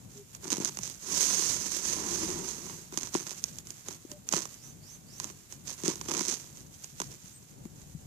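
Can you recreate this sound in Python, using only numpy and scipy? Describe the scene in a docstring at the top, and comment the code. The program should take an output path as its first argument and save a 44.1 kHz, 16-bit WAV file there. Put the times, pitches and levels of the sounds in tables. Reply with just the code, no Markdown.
"""Crumbled slate pours onto a sheet of paper in showers, is swept together by the palm and falls again.
Each grain is an impulse: it ticks, knocks on the surface below and excites the modes of the sheet.
A phone just above has two ports: grain ticks are bright in the right one, dull in the left.
Decaying sines thump in its case and low noise rumbles from the grip; filtered noise is the room's rumble.
Outside, gliding sines chirp as a bird; a few faint tones swell from further off."""
import sys
import numpy as np
from scipy import signal
from scipy.fft import rfft, irfft
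from scipy.io import wavfile
from scipy.ndimage import uniform_filter1d

SR = 44100
rng = np.random.default_rng(int(sys.argv[2]) if len(sys.argv) > 2 else 0)


def output_pcm(signal):
    """Save a mono or channel-first signal as 16-bit PCM at the path in sys.argv[1].

    Samples are clipped to [-1, 1] before scaling.
    """
    pcm = np.clip(np.atleast_2d(signal).T, -1, 1) * 32767
    wavfile.write(sys.argv[1], SR, np.round(pcm).astype(np.int16))


def ratio_of_db(decibels):
    """Turn decibels (scalar or array-like) into linear amplitude factors; 0 dB maps to 1."""
    return 10 ** (np.asarray(decibels, float) / 20)


N = 355446
T = np.arange(N) / SR

# showers of crumbs onto the sheet: start of hold t/s, hold t/s, tick drive level/dB,
# heaviness level/dB (bigger crumbs boom more)
SHOWERS = [(0.1, 0.098, -51, -26), (0.432, 0.12, -38.5, 9), (0.522, 0.0078, -23, 1), (0.6, 0.016, -33.5, 8),
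           (0.657, 0.021, -27, -5.5), (0.819, 0.1, -35, -13), (2.939, 0.013, -36.5, 9.5),
           (2.98, 0.081, -35, -0.5), (3.136, 0.078, -34.5, 1), (3.259, 0.059, -34, -3),
           (3.35, 0.046, -40.5, -9), (3.45, 0.048, -41, -11), (3.53, 0.02, -46, -15),
           (3.72, 0.14, -50.5, -10), (3.86, 0.076, -41, 4), (4.329, 0.066, -23.5, -1.5),
           (5.212, 0.077, -37, 1), (5.517, 0.0038, -41, -11), (5.678, 0.037, -30, -6.5),
           (5.79, .04, -42.5, 4), (5.858, 0.05, -25.5, 3), (6.03, 0.032, -47.5, 12),
           (6.09, 0.087, -29, 7.5), (6.17, 0.082, -26, 0.5), (6.285, 0.048, -25.5, -5.5),
           (6.36, 0.018, -35, -3), (6.44, 0.079, -57, 15), (6.566, 0.043, -44, -6),
           (6.739, 0.57, -49.5, -24), (7.02, 0.014, -36.5, -2), (7.12, 0.0089, -43.5, 18)]
# the palm sweeps the powder together: t/s, scrape drive level/dB,
# heaviness level/dB (how hard the palm presses the sheet)
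SWEEP = [(0.979, -57, -20), (1.03, -40.5, 5.5), (1.128, -24.5, 2), (1.21, -21, -5), (1.51, -24.5, -5),
         (1.599, -30.5, 0.5), (1.78, -27, -4), (1.81, -35, 5), (1.87, -24, -3.5), (2.02, -32, 9.5),
         (2.17, -27.5, 5.5), (2.43, -36.5, 14.5), (2.49, -31, -2.5), (2.57, -40, 8), (2.73, -39, 7.5),
         (2.9, -55, -2), (2.95, -95, 8)]
# single lumps landing: t/s, tick level/dB, sheet boom re tick level/dB, knock re tick level/dB
LUMPS = [(0.3496, -28.5, -36, -12), (0.5037, -16, -44, -14), (0.524, -16.5, -6, -15),
         (0.569, -21.5, -14, -8), (0.581, -24.5, 0.5, -9), (0.6017, -24, 1.5, -18), (0.648, -14, -31, -43),
         (0.772, -21.5, -20, -5.5), (0.7886, -21, -19, -4.5), (0.8763, -24, -26, -13),
         (0.899, -22, -23, -20), (1.423, -22, -23, -5.5), (1.986, -34, -11, 2), (2.303, -23, -10, -8),
         (2.4912, -26, -31, -31), (2.6977, -36.5, -8, 5), (2.9244, -34, -2, -1), (2.9746, -12, -18, -12),
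         (3.143, -15, -19, -32), (3.151, -23.5, 1.5, 7), (3.16, -19, -27, -38), (3.268, -26, -14, -3),
         (3.2943, -25.5, -28, -14), (3.4404, -13.5, -37, -17), (3.5856, -22.5, -22, -33),
         (3.671, -28.5, -35, -15), (3.7053, -22, -24, -43), (3.885, -20.5, -9, -0.5),
         (4.1162, -25.5, -13.5, -14), (4.289, -19, -44, -15), (4.3264, -13.5, -39, -12),
         (4.3368, -23, -2, 9.5), (4.3586, -30, -31, -32), (4.366, -24, -27, -6), (4.4052, -25, -17, -8),
         (4.4546, -24, -14.5, -3), (5.2, -20.5, -46, -5), (5.2434, -20.5, -33, -9.5),
         (5.5245, -26, -20, -13), (5.679, -28, -22, -36), (5.8361, -20.5, -3.5, -12),
         (5.8583, -20, -41, -17), (5.88, -13.5, -6.5, -19), (5.957, -25.5, -10, -10),
         (6.013, -20.5, -19, -11), (6.0859, -23, -7, -1.5), (6.116, -19.5, -11, -6), (6.1495, -22, -21, -2),
         (6.2095, -18, -10, -31), (6.2831, -14, -15.5, -48), (6.3143, -19, -36, -42),
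         (6.333, -23, -11.5, -26), (6.839, -32, -30, -24), (6.8435, -24, -26, -18), (7.0015, -17, -9.5, -6),
         (7.0172, -18.5, -17, -8), (7.654, -45.5, 9.5, 4)]
# modes of the paper sheet: f/Hz, width f/Hz, relative level/dB
SHEET_MODES = [(173, 39, 0), (342, 79.7, 4), (407.4, 136, -2.5)]
# modes of the knock on the surface below: f/Hz, width f/Hz, relative level/dB
KNOCK_MODES = [(564, 130, -7.5), (996, 204, 8.5), (2200, 1700, -6)]
# colour of the ticks in each port: f/Hz, gain level/dB
RIGHT_PORT = [(500, -19), (2500, -17), (4400, -10), (5500, -5), (6350, 2), (7300, -7), (9000, -15.5),
              (14000, -30.5)]
LEFT_PORT = [(500, -23), (2000, -28), (4500, -22.5), (6500, -26.5), (8500, -56), (14000, -40)]
# the phone bumped in the hand: t/s, relative level/dB, f/Hz
BUMPS = [(4.05, -42, 310), (7.241, -49.5, 172), (7.653, -42.5, 208), (7.949, -36.5, 153)]
# the phone sways in the hand: middle t/s, half length t/s, level before the port gains/dB
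SWAYS = [(2.25, 0.36, -54), (5.883, 0.25, -66), (7.95, 0.29, -58.5)]
# bird chirps, gliding up: start t/s, length t/s, nominal lowest f/Hz, nominal top f/Hz, relative level/dB
CHIRPS = [(4.56, .15, 4700, 6350, -51.5), (4.8, .165, 4500, 6350, -49.5), (5.06, .145, 4550, 6300, -50.5)]
# brief faint tones from further off: start t/s, length t/s, mean f/Hz, relative level/dB
TONES = [(0.139, 0.1, 404, -50.5), (4.081, 0.11, 593, -53), (7.326, 0.065, 8220, -51)]
# spectrum of the room's rumble: f/Hz, relative level/dB
RUMBLE = [(18, -41), (30, -15.5), (144, 1), (292, -10.5), (349, -14), (640, -20.5), (792, -19), (1500, -35),
          (3300, -64)]

DUST_DB = -57.5  # drive of loose dust settling all the time
SHOWER_PER_S, SWEEP_PER_S, SETTLE_PER_S = 550, 6000, 1900  # grains per s at each spot
SHOWER_RISE_DB_PER_S, SHOWER_FALL_DB_PER_S = 1000, 338
STRAGGLERS_DB, STRAGGLERS_DB_PER_S = -12, 87  # the last crumbs trail on: start re hold, and fall
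BOOM_DB, KNOCK_DB = -7.5, -14  # drive of sheet and knock re ticks, at heaviness 0 dB
KNOCK_SHARE = 0.53  # share of the heaviness that the knock follows
LUMP_TICK_DB, LUMP_KNOCK_DB, LUMP_BOOM_DB = 19.5, 21, 32  # blow strength into each path
SHEET_LEFT_DB, KNOCK_LEFT_DB = 6.5, -5.5  # left port re right
RUMBLE_DB = -57.5  # mean level of the shared part in the right port


def colour(x, points):
    """Minimum-phase filter: folding the cepstrum of the (f/Hz, gain/dB) points makes it causal."""
    hz, db = np.transpose(points)
    grid = np.linspace(1, SR / 2, 1025)
    log_gain = np.interp(np.log(grid), np.log(hz), db) * np.log(10) / 20
    cepstrum = irfft(log_gain)
    cepstrum[1:1024] *= 2
    cepstrum[1025:] = 0
    response = irfft(np.exp(rfft(cepstrum)))
    return signal.fftconvolve(x, response)[:N]


def ring(x, modes):
    """Modal superposition: resonances in parallel, with alternating sign."""
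    out = 0
    for k, (hz, width, db) in enumerate(modes):
        b, a = signal.iirpeak(hz, hz / width, SR)
        out = out + (-1) ** k * ratio_of_db(db) * signal.lfilter(b, a, x)
    return out


def unit(x):
    """Normalisation to rms 1."""
    return x / np.sqrt(np.mean(x ** 2))


def walk(rate):
    """Random modulation: levels held 1 / rate s, smoothed twice; spread near 1."""
    hold = int(SR / rate)
    steps = np.repeat(rng.standard_normal(N // hold + 1), hold)
    return 1.4 * uniform_filter1d(uniform_filter1d(steps, hold), hold)[:N]


def late(x, ms):
    """Propagation delay: the same sound, ms later."""
    k = int(ms * SR / 1000)
    return np.concatenate([np.zeros(k), x[:N - k]])


def motion():
    """Exponential envelopes: power and heaviness of each shower, the sweep and the dust, one row each."""
    t = T[::64]
    start, held, db, heavy_db = np.transpose(SHOWERS)[:, :, None]
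    rise_db = -SHOWER_RISE_DB_PER_S * np.maximum(start - t, 0)
    since = np.maximum(t - start - held, 0)
    fall_db = np.maximum(-SHOWER_FALL_DB_PER_S * since, STRAGGLERS_DB - STRAGGLERS_DB_PER_S * since)
    showers_db = db + rise_db + fall_db
    at, scrape_db, press_db = np.transpose(SWEEP)
    sweep_db = np.interp(t, at, scrape_db, -120, -120)
    power = ratio_of_db(2 * np.vstack([showers_db, sweep_db, DUST_DB + 0 * t]))
    heaviness_db = np.vstack([heavy_db + 0 * t, np.interp(t, at, press_db), 0 * t])
    return t, power, heaviness_db


def grains(rate, spread_db):
    """Shot noise: random impacts of either sign, a few much larger than most; power near 1 at any rate."""
    share = rate / SR
    touch = rng.random(N) < share
    size = ratio_of_db(spread_db * np.minimum(rng.exponential(size=N), 3))
    sign = rng.standard_normal(N)  # varies the strength too
    return touch * size * sign / np.sqrt(share * uniform_filter1d(size ** 2, size=SR // 4))


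def ports(tick, knock, boom, lag_ms):
    """Reflection and path difference: the hand throws the tick back, the left port hears all later."""
    tick = tick + .05 * late(tick, 1.236)
    # a loose sheet radiates little below its first mode
    boom = signal.lfilter(*signal.butter(2, 130, "high", fs=SR), ring(boom, SHEET_MODES))
    knock = ring(knock, KNOCK_MODES)
    right = colour(tick, RIGHT_PORT) + knock + boom
    left = colour(tick, LEFT_PORT) + ratio_of_db(KNOCK_LEFT_DB) * knock + ratio_of_db(SHEET_LEFT_DB) * late(boom, .12)
    return np.array([late(left, lag_ms), right])


def grit():
    """Superposed shot noise from four spots on the heap, each with its own path to the two ports."""
    t, power, heaviness_db = motion()
    total = power.sum(axis=0)
    part = power / total

    def smooth(v):
        """Linear interpolation to the sample rate."""
        return np.interp(T, t, v)

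    heavy_db = smooth((part * heaviness_db).sum(axis=0))
    # dust rubbed under the palm is denser, brighter and more even than falling crumbs, which clump
    sweep, settle = smooth(part[-2]), smooth(part[-1])
    rate = SHOWER_PER_S * (1 - sweep - settle) + SWEEP_PER_S * sweep + SETTLE_PER_S * settle
    evenness = 1 - .5 * sweep
    clumps_db = 2.6 * evenness * walk(140)
    force = smooth(np.sqrt(total)) * ratio_of_db(clumps_db)
    out = 0
    # spots differ in lag and in brightness (edge)
    for lag_ms, edge in ((.08, -.2), (.18, 0), (.26, .2), (.4, .5)):
        push = grains(rate, spread_db=3.4 - .5 * (sweep + settle)) * force
        tick = push - (edge + 0.41 * sweep) * np.diff(push, 2, prepend=0, append=0)
        # only some grains thud through to the surface below
        thud = push * unit(ratio_of_db(4 * evenness * walk(200)))
        knock = thud * ratio_of_db(KNOCK_DB + KNOCK_SHARE * heavy_db)
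        boom = thud * ratio_of_db(BOOM_DB + heavy_db)
        out = out + ports(tick, knock, boom, lag_ms)
    return out


def lumps():
    """Impulse excitation: a lump lands with a sharp blow and sheds crumbs for a few ms."""
    tick, knock, boom = np.zeros((3, N + SR))
    after = np.arange(SR // 50) / SR
    for s, db, boom_db, knock_db in LUMPS:
        touch = rng.random(len(after)) < .15
        crumbs = .35 * rng.standard_normal(len(after)) * touch * np.exp(-after / .0022)
        crumbs[0] = -1  # the blow itself
        at = slice(int(s * SR), int(s * SR) + len(after))
        tick[at] += ratio_of_db(db + LUMP_TICK_DB) * crumbs
        knock[at] += ratio_of_db(db + knock_db + LUMP_KNOCK_DB) * crumbs
        boom[at] += ratio_of_db(db + boom_db + LUMP_BOOM_DB) * crumbs
    # a hard edge on paper is brighter than loose grit
    tick = tick - 0.48 * np.diff(tick, 2, prepend=0, append=0)
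    return ports(tick[:N], knock[:N], boom[:N], 0.28)


def bumps():
    """Damped oscillation: a dull thump of a few cycles in the case, mostly at the left port."""
    out = 0
    for s, db, hz in BUMPS:
        t = np.maximum(T - s, 0)
        envelope = hz * t * np.exp(-1.6 * hz * t)
        out = out + ratio_of_db(db + 21.0) * envelope * np.sin(-2 * np.pi * hz * t)
    return out * np.array([[1], [.3]])


def sways():
    """Low-frequency noise under bell-shaped envelopes: the grip rumbles, more at the left port."""
    deep = unit(colour(rng.standard_normal(N), [(25, -7), (45, -2.0), (90, 7), (160, -44)]))
    level = sum(ratio_of_db(db) * np.exp(-((T - s) / half) ** 2) for s, half, db in SWAYS)
    return deep * level * np.array([[1.6], [.7]])


def bird():
    """Frequency modulation: hoarse upward glides that level off; a second, lower voice follows each."""
    out = 0
    for s, length, hz0, hz1, db in CHIRPS:
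        for lag_s, ratio in ((0, 1), (.024, .98)):
            voice_s = length - lag_s
            x = np.clip((T - s - lag_s) / voice_s, 0, 1)
            glide = np.sin(np.pi / 2 * np.minimum(x * voice_s / (.7 * length), 1)) ** 2
            hz = ratio * (hz0 + (hz1 - hz0) * glide)
            phase = 2 * np.pi * np.cumsum(hz * (1 + .018 * walk(500))) / SR
            hoarse = ratio_of_db(2.5 * walk(300)) * np.sin(phase)
            out = out + ratio_of_db(db) * np.sin(np.pi * x) ** 0.4 * (0.25 + x) * hoarse
    # a short diffuse tail: exponentially decaying noise
    t = T[:SR // 4]
    tail = rng.standard_normal(len(t)) * np.exp(-t / .03)
    out = out + .03 * signal.fftconvolve(out, tail)[:N]
    return out * np.array([[.15], [1]])


def tones():
    """Narrow-band modulation: soft swells around one pitch, wavering in pitch and level."""
    out = 0
    for s, length, hz, db in TONES:
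        swell = np.sin(np.pi * np.clip((T - s) / length, 0, 1))
        phase = 2 * np.pi * np.cumsum(hz * (1 + .02 * walk(hz / 10))) / SR
        out = out + ratio_of_db(db) * swell * ratio_of_db(3 * walk(hz / 20)) * np.sin(phase)
    return out * np.array([[1], [.8]])


def room():
    """Partial coherence: low rumble that flutters, one part shared by the ports and one part private."""
    both, left, right = (unit(colour(rng.standard_normal(N), RUMBLE)) for _ in range(3))
    level = ratio_of_db(RUMBLE_DB + 2.2 * walk(14))
    return level * np.array([ratio_of_db(4.0) * (late(both, 0.53) + 0.62 * left), both + 0.66 * right])


def scene():
    """Linear superposition of all sources at the two ports (left, right)."""
    return grit() + lumps() + bumps() + sways() + bird() + tones() + room()


def roll_off(x):
    """The treble ends steeply here."""
    return signal.sosfilt(signal.butter(12, 15640, fs=SR, output="sos"), x)


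def record(dry):
    """Level-dependent gain: a suppressor turns the hiss down as the treble goes quiet; the top is cut."""
    treble = signal.sosfilt(signal.butter(2, 3000, "high", fs=SR, output="sos"), dry[1])
    treble_db = 10 * np.log10(uniform_filter1d(treble ** 2, size=SR // 25) + 1e-9)
    open_db = np.clip(.5 * (treble_db + 52), -10, 4)
    hiss = rng.standard_normal(dry.shape)
    # the right port's cavity lifts the air noise as well
    hiss[1] = ratio_of_db(-2.0) * hiss[1] + ring(hiss[1], [(7140, 670, 10.9)])
    low_pass = signal.ellip(8, .3, 44, 14550, fs=SR, output="sos")
    mix = signal.sosfilt(low_pass, dry + ratio_of_db(-54.5 + open_db) * hiss)
    return roll_off(mix)


dry = scene()
out = record(dry)
output_pcm(out)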